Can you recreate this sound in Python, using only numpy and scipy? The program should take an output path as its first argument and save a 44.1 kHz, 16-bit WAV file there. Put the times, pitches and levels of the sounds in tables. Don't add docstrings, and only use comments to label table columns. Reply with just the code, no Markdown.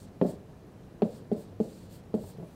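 import sys
import numpy as np
from scipy import signal
from scipy.fft import rfft, irfft, next_fast_len
from scipy.io import wavfile
from scipy.ndimage import uniform_filter1d, map_coordinates

SR = 44100
rng = np.random.default_rng(int(sys.argv[2]) if len(sys.argv) > 2 else 0)


def ratio(d):
    e = np.asarray(d, float) / 20
    return 10 ** e


def master(y):
    cut = np.clip(np.atleast_2d(y).T, -1, 1)
    pcm = np.round(cut * 32767)
    wavfile.write(sys.argv[1], SR, pcm.astype(np.int16))


N = 112454


def unit(x):
    return x / np.sqrt(np.mean(x ** 2) + 1e-20)


def along(points, hz):
    f, value = np.transpose(points)
    return np.interp(np.log(hz + 1), np.log(f + 1), value)


def wobble(rate):
    knots = rng.standard_normal(int(N / SR * 400))
    return map_coordinates(knots, [np.arange(N) * rate / SR])


def filtered(x, response):
    size = next_fast_len(len(x) + 8192)
    spectrum = rfft(x, size) * response(np.fft.rfftfreq(size, 1 / SR))
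    return irfft(spectrum, size)[:len(x)]


def coloured(noise, colour):
    return unit(filtered(noise, lambda f: ratio(along(colour, f))))


def peak(f, hz, width):
    return 1j * f * width / (hz * hz - f * f + 1j * f * width)


def patchy(depth_db):
    z = signal.stft(rng.standard_normal(N), nperseg=512)[2]
    field = uniform_filter1d(rng.standard_normal(z.shape), size=7, axis=0)
    field = uniform_filter1d(field, size=4, axis=1)
    return signal.istft(z * ratio(depth_db * unit(field)), nperseg=512)[1][:N]


def soft_onset(t, rise_s):
    return 1 - np.exp(-(t / rise_s) ** 2)


def add(track, s, x):
    part = track[round(s * SR):][:len(x)]
    part += x[:len(part)]


TURNS = {"side": (50, 114), "middle": (275, 133)}


def panel_ring(t, modes, place, upper):
    upper_from_hz, contact_s = 240, .001
    align_s = .008
    first, step = TURNS[place]
    ring = np.zeros(len(t))
    for k, (hz, db, t60, way) in enumerate(modes):
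        retuned = t + (upper - 1) * (hz > upper_from_hz) * (t - align_s)
        phase = np.radians(first + k * step)
        ring += way * ratio(db - 60 * t / t60) * np.sin(2 * np.pi * hz * retuned + phase)
    return ring * soft_onset(t, contact_s)


# Hz, dB per Hz.
FRAME = [(60, -56), (100, -16), (160, 3.5), (290, -1), (620, -1), (880, -23), (1500, -37.5), (2500, -56)]
AFTER = {"side": (-17, 0.32), "middle": (-11, .33)}


def frame_ring(t, place):
    db, t60 = AFTER[place]
    noise = coloured(rng.standard_normal(len(t)), FRAME)
    return noise * ratio(db - 60 * t / t60) * soft_onset(t, .022)


# Hz, dB per Hz.
TICK = [(800, 8.5), (1500, -5), (2500, -10), (4300, -15.5), (6000, -34), (10000, -35), (16000, -46)]


def tip_tick(t, tick_db, ping_db, upper):
    tick_t60_s, snap_t60_s, snap_db = 0.079, .015, 3
    ping_hz, ping_t60_s = 4256, 0.022
    fade = ratio(-60 * t / tick_t60_s) + ratio(snap_db - 60 * t / snap_t60_s)
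    tick = coloured(rng.standard_normal(len(t)), TICK) * ratio(tick_db) * fade
    ping = ratio(ping_db - 60 * t / ping_t60_s) * np.sin(2 * np.pi * ping_hz * upper * t)
    return soft_onset(t, .0004) * (tick + ping)


def knock(modes, place, db, tick_db, ping_db, upper=1):
    t = np.arange(SR // 2) / SR
    ring = ratio(db) * panel_ring(t, modes, place, upper)
    tick = tip_tick(t, tick_db, ping_db, upper)
    return room(ring + tick) + ratio(db) * frame_ring(t, place)


# start in seconds, peak in dB, tick in dB, tip ping in dB.
FIRST_TAP = (.2132, -11.5, -35.5, -56)
# start in seconds, peak in dB, tick in dB, tip ping in dB,
# pitch factor of the upper modes.
TAPS = [
    (1.0199, -11, -35, -48, 1),
    (1.3157, -15, -46, -62, 1.013),
    (1.6007, -14.5, -48, -58, 1.065),
    (2.1404, -16, -47, -54, 1.07),
]
# Hz, level in dB, t60 in seconds, direction (+1 or -1) at the tip.
PANEL = [(175, -7, .09, 1), (222, 0, .1, 1), (256, -1, .034, 1), (337, -7, .055, 1), (409, -1, .06, 1),
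         (580, -21, .18, -1), (790, -21, .05, -1)]
# Hz, level in dB, t60 in seconds, direction at the tip.
PANEL_MIDDLE = [(178, -7, .15, 1), (240, -10, .2, 1), (277, -8, .14, 1), (371, -9, .115, 1),
                (410, -5, .09, 1), (508, -9, .12, -1), (662, -18, .09, -1), (880, -15, .035, 1)]


def taps():
    out = np.zeros(N)
    start, *how = FIRST_TAP
    add(out, start, knock(PANEL_MIDDLE, "middle", *how))
    for start, *how in TAPS:
        add(out, start, knock(PANEL, "side", *how))
    return signal.sosfilt(signal.butter(2, 90, "high", fs=SR, output="sos"), out)


# Hz, dB per Hz.
GLASS = [(1500, -15), (3000, -5.5), (6000, -6.5), (10000, -7), (14000, -5), (16000, -7)]
# Hz, width in Hz, level in dB.
PEN = [(4350, 920, 0.5), (7610, 1300, 4.5), (8730, 490, 5.5), (13500, 940, -13.5)]


def pen_on_glass(f):
    barrel = 1 + sum(ratio(db) * abs(peak(f, hz, width)) ** 2 for hz, width, db in PEN)
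    return ratio(along(GLASS, f)) * (f > 1200) * barrel


# time in seconds, tip speed as dB.
STROKES = [
    [(0.0, -61), (0.03, -59), (0.056, -66), (0.066, -77), (0.09, -75)],
    [(0.225, -58), (0.235, -74), (0.269, -64.5), (0.305, -59), (0.335, -65), (0.38, -93)],
    [(1.03, -75), (1.08, -67), (1.13, -71), (1.194, -67), (1.244, -96), (1.25, -71)],
    [(1.328, -62), (1.342, -78), (1.376, -66), (1.41, -63.5), (1.45, -70), (1.468, -83), (1.5, -81)],
    [(1.604, -64), (1.854, -68.5), (1.885, -79.5)],
    [(1.885, -81), (1.907, -68), (1.967, -65.5), (1.997, -74.5), (2.029, -92), (2.04, -77)],
    [(2.146, -65), (2.162, -70.5), (2.31, -60), (2.366, -87), (2.38, -76)],
]
# low register in dB, top register in dB.
SLANTS = [(-1, -6), (0.5, -1), (0.5, 2), (0.5, 2), (0, -1), (1, 5.5), (-0.5, 2.5)]


def strokes():
    rub_db, pivot_db = 2, -60.5
    low_grows, middle_grows, top_grows = 0.31, 0.96, 1.2
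    t, speed_db = np.arange(N) / SR, np.full(N, -120.)
    for rows in STROKES:
        s, db = np.transpose(rows)
        speed_db = np.maximum(speed_db, np.interp(t, s, db, left=-120, right=-120))
    speed_db = 20 * np.log10(uniform_filter1d(ratio(speed_db), size=200) + 1e-6)
    starts = [rows[0][0] for rows in STROKES]
    low_db, top_db = np.transpose(SLANTS)[:, np.searchsorted(starts, t, "right") - 1]
    touching = np.clip((speed_db + 91.5) / 12, 0, 1)

    grain_db = 0.5 * wobble(250) + 1.5 * wobble(45.02)
    rub = unit(filtered(patchy(0.5) * ratio(grain_db), pen_on_glass))
    low = filtered(rub, lambda f: 1 / (1 + (f / 5800) ** 8))
    top = filtered(rub, lambda f: 1 - 1 / (1 + (f / 10500) ** 8))
    middle = rub - low - top

    def lift(grows):
        return touching * ratio(rub_db + pivot_db + grows * (speed_db - pivot_db))

    out = lift(low_grows) * ratio(low_db) * low
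    out += lift(middle_grows) * middle
    return out + lift(top_grows) * ratio(top_db) * top


# start in seconds, peak in dB, pitch in Hz.
BUMPS = [
    (.56, -57, 170),
    (2.235, -32.5, 96),
    (2.248, -40, 197),
    (2.344, -39, 142),
    (2.381, -32.5, 164.6),
    (2.395, -31, 161),
    (2.424, -31, 165),
    (2.438, -39.5, 343),
    (2.46, -48, 607),
]


def bumps():
    t60_s, rise_s, scuff_db = 0.1, 0.0045, -9
    out, t = np.zeros(N), np.arange(SR // 2) / SR
    for start, db, hz in BUMPS:
        scuff = unit(filtered(rng.standard_normal(len(t)), lambda f: peak(f, 440, 450) ** 3))
        push = ratio(scuff_db) * scuff - np.sin(2 * np.pi * hz * t)
        add(out, start, room(ratio(db - 60 * t / t60_s) * soft_onset(t, rise_s) * push))
    return out


# start in seconds, rise in seconds, fall in seconds, level in dB.
SLEEVE = [(6, 0.15, 0.03, -48), (.55, 0.2, 0.12, -72)]
# Hz, dB per Hz.
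CLOTH = [(100, -17), (300, -22), (700, -5), (1500, -9), (3000, -20), (6000, -35), (15000, -38)]
# start in seconds, rise in seconds, level in dB.
SWISH = (2.24, 0.15, -69)


def sleeve():
    clock, rustle = np.arange(N) / SR, np.zeros(N)
    for start, rise, fall, db in SLEEVE:
        since = np.clip(clock - start, 0, None)
        rustle += ratio(db) * soft_onset(since, rise) * np.exp(-since / fall)
    rustle = rustle * ratio(2.5 * wobble(40)) * coloured(patchy(3), CLOTH)
    start, rise, db = SWISH
    sweep = soft_onset(np.clip(clock - start, 0, None), rise)
    swish = unit(filtered(patchy(2.1), lambda f: peak(f, 3000, 9000)))
    return rustle + ratio(db) * sweep * swish


# Hz, dB per Hz.
AIR = [(12, -61), (20, -10.5), (162, -2), (344, -9), (454, -10), (1460, -29), (1640, -28), (2290, -34),
       (15700, -48)]
# Hz, width in Hz, level in dB.
DUCT = [(104.2, 43, -58.5), (186.6, 23, -59)]
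# Hz, level in dB.
WHINE = [(2400, -85), (2640, -89), (2880, -88), (4000, -87)]


def air():
    out = ratio(-50) * coloured(patchy(0.9), AIR)
    for hz, width, db in DUCT:
        hum = unit(filtered(rng.standard_normal(N), lambda f: peak(f, hz, width) ** 2))
        out += ratio(db + 1.5 * wobble(3)) * hum
    for hz, db in WHINE:
        out += ratio(db) * np.sin(2 * np.pi * hz * np.arange(N) / SR)
    return out


# Hz, t60 in seconds.
ROOM = [(100, 0.36), (300, 0.36), (700, 0.41), (2000, 0.56), (8000, 0.17)]


def room(x):
    level_db, delay_s = -19, .015
    hz, t, z = signal.stft(rng.standard_normal(SR // 2), SR, nperseg=256)
    fade = ratio(-60 * t / along(ROOM, hz)[:, None])
    tail = signal.istft(z * fade, SR, nperseg=256)[1][:SR // 2]
    tail = tail * np.clip(np.arange(len(tail)) / SR / delay_s - 1, 0, 1)
    tail = tail / np.linalg.norm(tail)
    return x + ratio(level_db) * signal.fftconvolve(x, tail)[:len(x)]


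def scene():
    return (taps() + strokes() + bumps() + sleeve() + air())[None]


def roll_off(x):
    return signal.sosfilt(signal.butter(12, 15810, fs=SR, output="sos"), x)


def record(dry):
    mix = filtered(dry[0], lambda hz: hz < 15790)[None]
    return roll_off(mix)


dry = scene()
out = record(dry)
master(out)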